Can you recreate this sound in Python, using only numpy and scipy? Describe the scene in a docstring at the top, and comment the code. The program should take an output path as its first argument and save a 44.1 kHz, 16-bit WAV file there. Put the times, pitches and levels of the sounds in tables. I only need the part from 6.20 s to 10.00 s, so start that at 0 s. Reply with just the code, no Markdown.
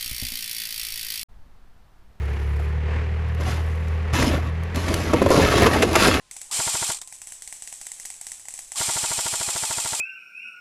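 """Over still woodland air a distant gun ticks out three-round bursts that scatter among the trees.
Right by the microphone an electric airsoft rifle fires two automatic bursts. In each cycle the motor
sags as it winds the spring, the gears rasp and whine, air puffs out and the piston slams home,
exciting the modes of the body. After the first burst a ratchet clicks and the spring rings on."""
import sys
import numpy as np
from scipy import signal
from scipy.fft import rfft, irfft, next_fast_len
from scipy.io import wavfile
from scipy.ndimage import uniform_filter1d, minimum_filter1d, map_coordinates

SR = 44100
rng = np.random.default_rng(int(sys.argv[2]) if len(sys.argv) > 2 else 0)


def store_pcm(level_fs):
    """Save levels as 16-bit WAV."""
    pcm = np.round(np.clip(level_fs, -1, 1) * 32767).astype(np.int16)
    wavfile.write(sys.argv[1], SR, np.atleast_2d(pcm).T)


N = 167580


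def amp(db):
    """Amplitude ratio of a level in decibels."""
    return 10 ** (np.asarray(db) / 20)


def seconds(length):
    """A uniformly sampled time axis."""
    return np.arange(int(length * SR)) / SR


def add(out, s, sound):
    """Superposition: a sound joins the mix at time s."""
    i = int(np.clip(round(s * SR), 0, N))
    out[i:i + len(sound)] += sound[:N - i]


def wobble(rate):
    """Random modulation: a smooth curve through `rate` Gaussian values a second."""
    knots = rng.standard_normal(int(N * rate / SR) + 4)
    return map_coordinates(knots, [np.arange(N) * rate / SR])


def response(spectrum, size=4096):
    """Minimum-phase impulse response of unit energy, by folding the cepstrum."""
    hz, db = np.transpose(spectrum)
    gain = amp(np.interp(np.log(np.fft.rfftfreq(size, 1 / SR) + 1), np.log(hz), db))
    cepstrum = irfft(np.log(gain))
    cepstrum[1:size // 2] *= 2
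    cepstrum[size // 2 + 1:] = 0
    impulse = irfft(np.exp(rfft(cepstrum)))
    return impulse / np.linalg.norm(impulse)


def noise(spectrum, envelope=np.ones(N)):
    """Source and filter: white noise under an envelope is shaped by a spectrum."""
    source = envelope * rng.standard_normal(len(envelope))
    return signal.fftconvolve(source, response(spectrum))[:len(source)]


# Spectra of the still air and of the low rumble (frequency [Hz], relative level [dB])
AIR_SPECTRUM = [(25, 2), (60, -5), (130, -10), (250, -13), (500, -13.5), (1000, -13), (2000, -13.5),
                (4500, -13), (8000, -13.5), (11000, -19), (14000, -69)]
RUMBLE_SPECTRUM = [(20, 4.5), (45, -10.5), (90, -10), (200, -40), (500, -28), (2000, -76)]

def still_air(air_db=-61, rumble_db=-64):
    """Ambient noise: faint air and rumble, each with a slow random amplitude modulation."""
    air = amp(air_db + wobble(12.3)) * noise(AIR_SPECTRUM)
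    rumble = amp(rumble_db + 3.3 * wobble(11)) * noise(RUMBLE_SPECTRUM)
    return air + rumble


# Faint rings of the rifle's main spring (time [s], level [dB])
SPRING_ONSETS = [(0, -67), (0.813, -61)]

def main_spring(hz=1040, t60=1):
    """Free vibration: the settled spring rings on in one lightly damped mode."""
    out, t = np.zeros(N), seconds(0.81)
    for s, db in SPRING_ONSETS:
        add(out, s, amp(db - 60 * t / t60) * np.sin(2 * np.pi * hz * t))
    return out


# Spectrum of the sound scattered by the trees (frequency [Hz], relative level [dB])
SCATTER_SPECTRUM = [(100, -40), (450, -25.5), (790, -12), (1300, -21), (2000, -12.5), (2800, -12.5),
                    (4800, -12), (6100, -3.5), (6800, -3.5), (7500, 1), (7900, 5.5), (8300, 0), (9700, -3),
                    (11300, -13.5), (12100, -14), (13700, -23)]

def scatter(t60, grain_db=0):
    """Diffuse scattering: fine echoes merge into exponentially decaying noise of unit energy."""
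    t = seconds(.6)
    spray = noise(SCATTER_SPECTRUM, amp(grain_db * wobble(391)[:len(t)] - 60 * t / t60))
    return spray / np.linalg.norm(spray)


# Spectrum of the far gun's tick (frequency [Hz], relative level [dB])
TICK_SPECTRUM = [(100, -11), (470, -18), (790, 0), (1250, -20.5), (1600, -6.5), (2000, 2.5), (2600, -7),
                 (3600, -23), (4400, -8), (6500, -10), (7900, 10), (9500, -4), (11300, -20), (12200, -23),
                 (13700, -8)]
# Shots of the far gun (time [s], relative level [dB])
FAR_TICKS = [(0.1125, -30.5), (0.1666, -31.5), (0.2159, -31.5), (0.822, -37), (.875, -35), (0.9258, -32),
             (1.0175, -32.5), (1.0722, -31), (1.1221, -31.5), (1.222, -31.5), (1.2762, -30.5), (1.326, -30),
             (1.4227, -30.5), (1.475, -30), (1.5265, -30), (1.6142, -30), (1.6676, -30.5), (1.7181, -30.5),
             (1.7992, -30), (1.8525, -29), (1.903, -30.5), (2.0129, -30), (2.0683, -29), (2.1186, -30),
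             (2.1969, -37.5), (2.255, -38), (2.2847, -29), (2.3395, -30), (2.3908, -29.5), (2.5191, -28)]
FAR_GAIN_DB = 17.5

def far_gun(unused_s=0.0091, dull_cutoff_hz=2200):
    """Direct and scattered sound: a sharp, bright tick with a duller copy blurred into it, and a tail from the
    trunks."""
    out, tick = np.zeros(N), -response(TICK_SPECTRUM)
    dull_tick = signal.lfilter(*signal.butter(1, dull_cutoff_hz, fs=SR), tick)
    for s, db in FAR_TICKS:
        gain = amp(db + FAR_GAIN_DB)
        zing = amp(-1.5) * scatter(t60=.005)
        splash = amp(-3) * scatter(t60=.026)
        trunks = amp(5) * scatter(t60=.64, grain_db=1.8)
        add(out, s, gain * tick)
        add(out, s, gain * (zing + splash + trunks))
        add(out, s + rng.normal(0, .00055), gain * dull_tick)
    return out


# Narrow modes of the gearbox shell (frequency [Hz], bandwidth [Hz], relative level [dB])
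SHELL_MODES = [(2354, 270, -13), (2985, 136, -7.5), (3213, 78, -5.5), (3436, 74, -9), (4260, 80, -1.5),
               (4445, 55, -11), (5000, 110, -7.5), (5105, 110, -10.5), (5500, 250, -3.5), (6240, 140, -7.5),
               (7240, 98, 4), (7340, 130, -2.5), (8360, 93, -4), (8930, 190, 2)]

def gearbox_shell():
    """Forced vibration: noise drives modes that decay at rates set by their bandwidths."""
    t = seconds(.06)
    impulse = sum(amp(db) * width * np.exp(-np.pi * width * t) * np.cos(2 * np.pi * hz * t)
                  for hz, width, db in SHELL_MODES)
    return signal.fftconvolve(rng.standard_normal(N), impulse / np.linalg.norm(impulse))[:N]


# Spectra of the gearbox and of its harsher rasp at start-up (frequency [Hz], relative level [dB])
GEARBOX_SPECTRUM = [(30, -27), (300, -30.5), (550, -18.5), (800, -11), (1200, -10.5), (1600, -17.5),
                    (2100, -14), (2400, -11.5), (2750, -12.5), (3200, -8), (4200, -7), (5400, -6.5),
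                    (6800, -4), (7250, 0.5), (8200, 2), (9200, -5.5), (10500, -9), (11700, -16),
                    (13700, -23)]
STARTUP_SPECTRUM = [(1000, -27), (2200, -3.5), (3500, 0), (6500, 1.5), (9000, -1), (14000, -20)]
SETTLE_S = 0.31  # time constant of the extra level at the start of a burst

def gear_rasp(age, phase, load):
    """Mesh noise: modulated at the tooth rate, it is louder under load and early in a burst."""
    pulsing = 1 + 0.15 * np.cos(phase)
    teeth = noise(GEARBOX_SPECTRUM, pulsing / np.sqrt(np.mean(pulsing ** 2)))
    level_db = -31.5 + 5 * np.exp(-age / SETTLE_S) + 2.1 * load + wobble(300)
    bite = amp(-34) * np.exp(-age / 0.43) * noise(STARTUP_SPECTRUM)
    return amp(level_db) * (teeth + amp(-3) * gearbox_shell()) + bite


# Partials of the gear whine (multiple of the tooth rate, relative level [dB])
MESH_HARMONICS = [(1, -43.5), (2, -60), (3, -38), (4, -45)]

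def gear_train(trigger, shots, release, mesh_hz=874.4, sag_hz=115.1, start_hz=1161):
    """Motor loading: the tooth rate falls as the spring is wound and recovers after each shot."""
    t = np.arange(N) / SR
    age = np.abs(t - trigger)
    cycle_edges = [trigger, *shots, 2 * shots[-1] - shots[-2]]
    cycle = np.interp(t, cycle_edges, np.arange(len(cycle_edges))) % 1
    load = np.interp(cycle, [0, .3, .92, 1], [.6, .004, .99, .99])
    hz = mesh_hz - sag_hz * load ** 1.4
    hz *= 1 + .009 * (wobble(150) + wobble(14))
    hz *= 1 - .15 * np.exp(-age / .084)  # the motor gathers speed
    start = np.exp(-((t - trigger - .008) / .012) ** 2)  # brief unloaded start
    phase = 2 * np.pi * np.cumsum(hz + (start_hz - hz) * start) / SR
    chirp = amp(-39) * start * np.sin(phase + wobble(250))
    whine = sum(amp(db + 1.8 * wobble(70)) * np.sin(k * phase) for k, db in MESH_HARMONICS)
    whine *= np.interp(cycle, [0, .3, .45, .85, 1], [.22, .13, .8, .47, .12])
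    spin_up = 1 - np.exp(-np.maximum(t - trigger, 0) / .013)
    coast = amp(-226 * np.maximum(t - release, 0))
    stop = np.clip((release + .08 - t) / .01, 0, 1)
    return spin_up * coast * stop * (gear_rasp(age, phase, load) + whine) + chirp


# Modes of the rifle body (frequency [Hz], relative level [dB], decay time T60 [s])
BODY_MODES = [(270, -17, 0.03), (395, -10, 0.029), (545, -16, 0.034), (708, -1.5, 0.017), (742, -19, 0.041),
              (899.5, -2.5, 0.029), (1102, -10.5, 0.029), (1155, -14.5, 0.0083), (1379, -2.5, 0.02),
              (1597, -7.5, 0.021), (1997, -6.5, 0.024), (3375, -3.5, 0.011), (4800, -9, 0.038)]

def impact(ring_db, crack_db, hardness_hz=4000, crack_t60=0.033, attack_s=0.00077):
    """Impact excitation: the gearbox cracks and the body rings, less brightly under a soft blow."""
    t = seconds(.1)
    ring = 0
    for hz, db, t60 in BODY_MODES:
        envelope = amp(db + rng.normal(0, .7) - 60 * t / t60)
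        rolloff = np.sqrt(1 + (hz / hardness_hz) ** 4)
        ring += envelope / rolloff * np.sin(2 * np.pi * hz * rng.normal(1, .003) * t)
    radiation = signal.butter(2, 313, 'high', fs=SR, output='sos')  # a small body radiates little bass
    ring = signal.sosfilt(radiation, ring * (1 - np.exp(-t / attack_s)))
    crack = noise(GEARBOX_SPECTRUM, amp(-60 * t / crack_t60))
    return amp(ring_db) * ring + amp(crack_db) * crack


def air_puff(hz=122, t60=0.03, rise_s=.0025, kick_s=.005):
    """Pressure pulse: air leaves the barrel as the rifle kicks, a damped thud and one low push."""
    t = seconds(.1)
    thud = np.sin(2 * np.pi * hz * t) * amp(-60 * t / t60) * (1 - np.exp(-t / rise_s))
    kick_age = np.maximum(t - .5 / hz, 0) / kick_s
    kick = (kick_age > 0) * (1 - kick_age / 2) * np.exp(-kick_age)
    return amp(-26) * (thud - amp(-13) * kick)


# Near bursts (trigger time [s], first shot [s], period [s], start-up lag [s], shots, release time [s])
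RIFLE_BURSTS = [(.311, .396, .0748, .002, 5, .708), (2.556, 2.6082, .07428, .0063, 17, 3.9)]
# Blows in a cycle (time from the shot [s], ring gain [dB], crack gain [dB], hardness cutoff [Hz])
CYCLE_IMPACTS = [(-.0085, -31.5, -30, 1510), (-.002, -22.5, -46, 450), (.0030, -19, -27.5, 3470),
                 (.0093, -21.5, -32, 1200), (0.02, -48, -16, 4770)]

def rifle(accent_db=5.5):
    """Periodic excitation: the running gears bring a puff and the same five blows at every shot."""
    out = np.zeros(N)
    blows = [(delay, impact(*blow)) for delay, *blow in CYCLE_IMPACTS]
    for trigger, first, period, lag, count, release in RIFLE_BURSTS:
        k = np.arange(count)
        shots = first + k * period + lag * (1 - np.exp(-2 * k))  # even once the motor settles
        out += gear_train(trigger, shots, release)
        add(out, trigger + .0019, impact(ring_db=-50, crack_db=-27))  # the trigger clicks
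        for s in shots:
            force = amp(accent_db * np.exp(-(s - first) / SETTLE_S))  # early shots hit harder
            add(out, s - .005, force * air_puff())
            for delay, blow in blows:
                jitter_s, vary_db = rng.normal(0, [.00012, 1])
                add(out, s + delay + jitter_s, force * amp(vary_db) * blow)
    return out


# Clicks of the ratchet (time [s], ring gain [dB], crack gain [dB])
RATCHET_CLICKS = [(.734, -61, -27), (.746, -62, -26), (.761, -62, -33), (0.771, -54, -30.5),
                  (0.787, -67, -35), (0.8153, -44, -28.5), (0.832, -65, -41)]

def ratchet():
    """Light, hard impacts: the ratchet clicks as the gears run down after the first burst."""
    out = np.zeros(N)
    for s, ring_db, crack_db in RATCHET_CLICKS:
        add(out, s, impact(ring_db, crack_db, crack_t60=0.035))
    return out


# Snaps among the far shots (time [s], relative level [dB])
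SNAP_ONSETS = [(.953, -38), (1.6685, -29), (1.856, -25), (1.9405, -37), (2.287, -35), (2.3775, -31)]

def far_snaps():
    """Noise transients: a fast decay and a bright spectrum give thin snaps."""
    out = np.zeros(N)
    for s, db in SNAP_ONSETS:
        add(out, s, amp(db + FAR_GAIN_DB) * scatter(t60=.022))
    return out


def scene():
    """Superposition: both guns over still air, with the trees' reverberation of the near rifle."""
    near = main_spring() + rifle() + ratchet()
    reverberation = amp(-24) * signal.fftconvolve(near, scatter(t60=.54))[:N]
    return (still_air() + far_gun() + near + reverberation + far_snaps())[None]


def record(dry, ceiling_db=-17, hold_s=0.0005, top_hz=13950):
    """Peak and band limiting: a fast gain holds the peaks down, then a low-pass cuts the top."""
    hold = int(hold_s * SR)
    gain = np.minimum(1, amp(ceiling_db) / (np.abs(dry) + 1e-9))
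    limited = dry * uniform_filter1d(minimum_filter1d(gain, hold), hold)
    size = next_fast_len(N + SR // 2)
    passband = np.fft.rfftfreq(size, 1 / SR) < top_hz
    return irfft(rfft(limited, size) * passband, size)[..., :N]


dry = scene()
out = record(dry)
store_pcm(out)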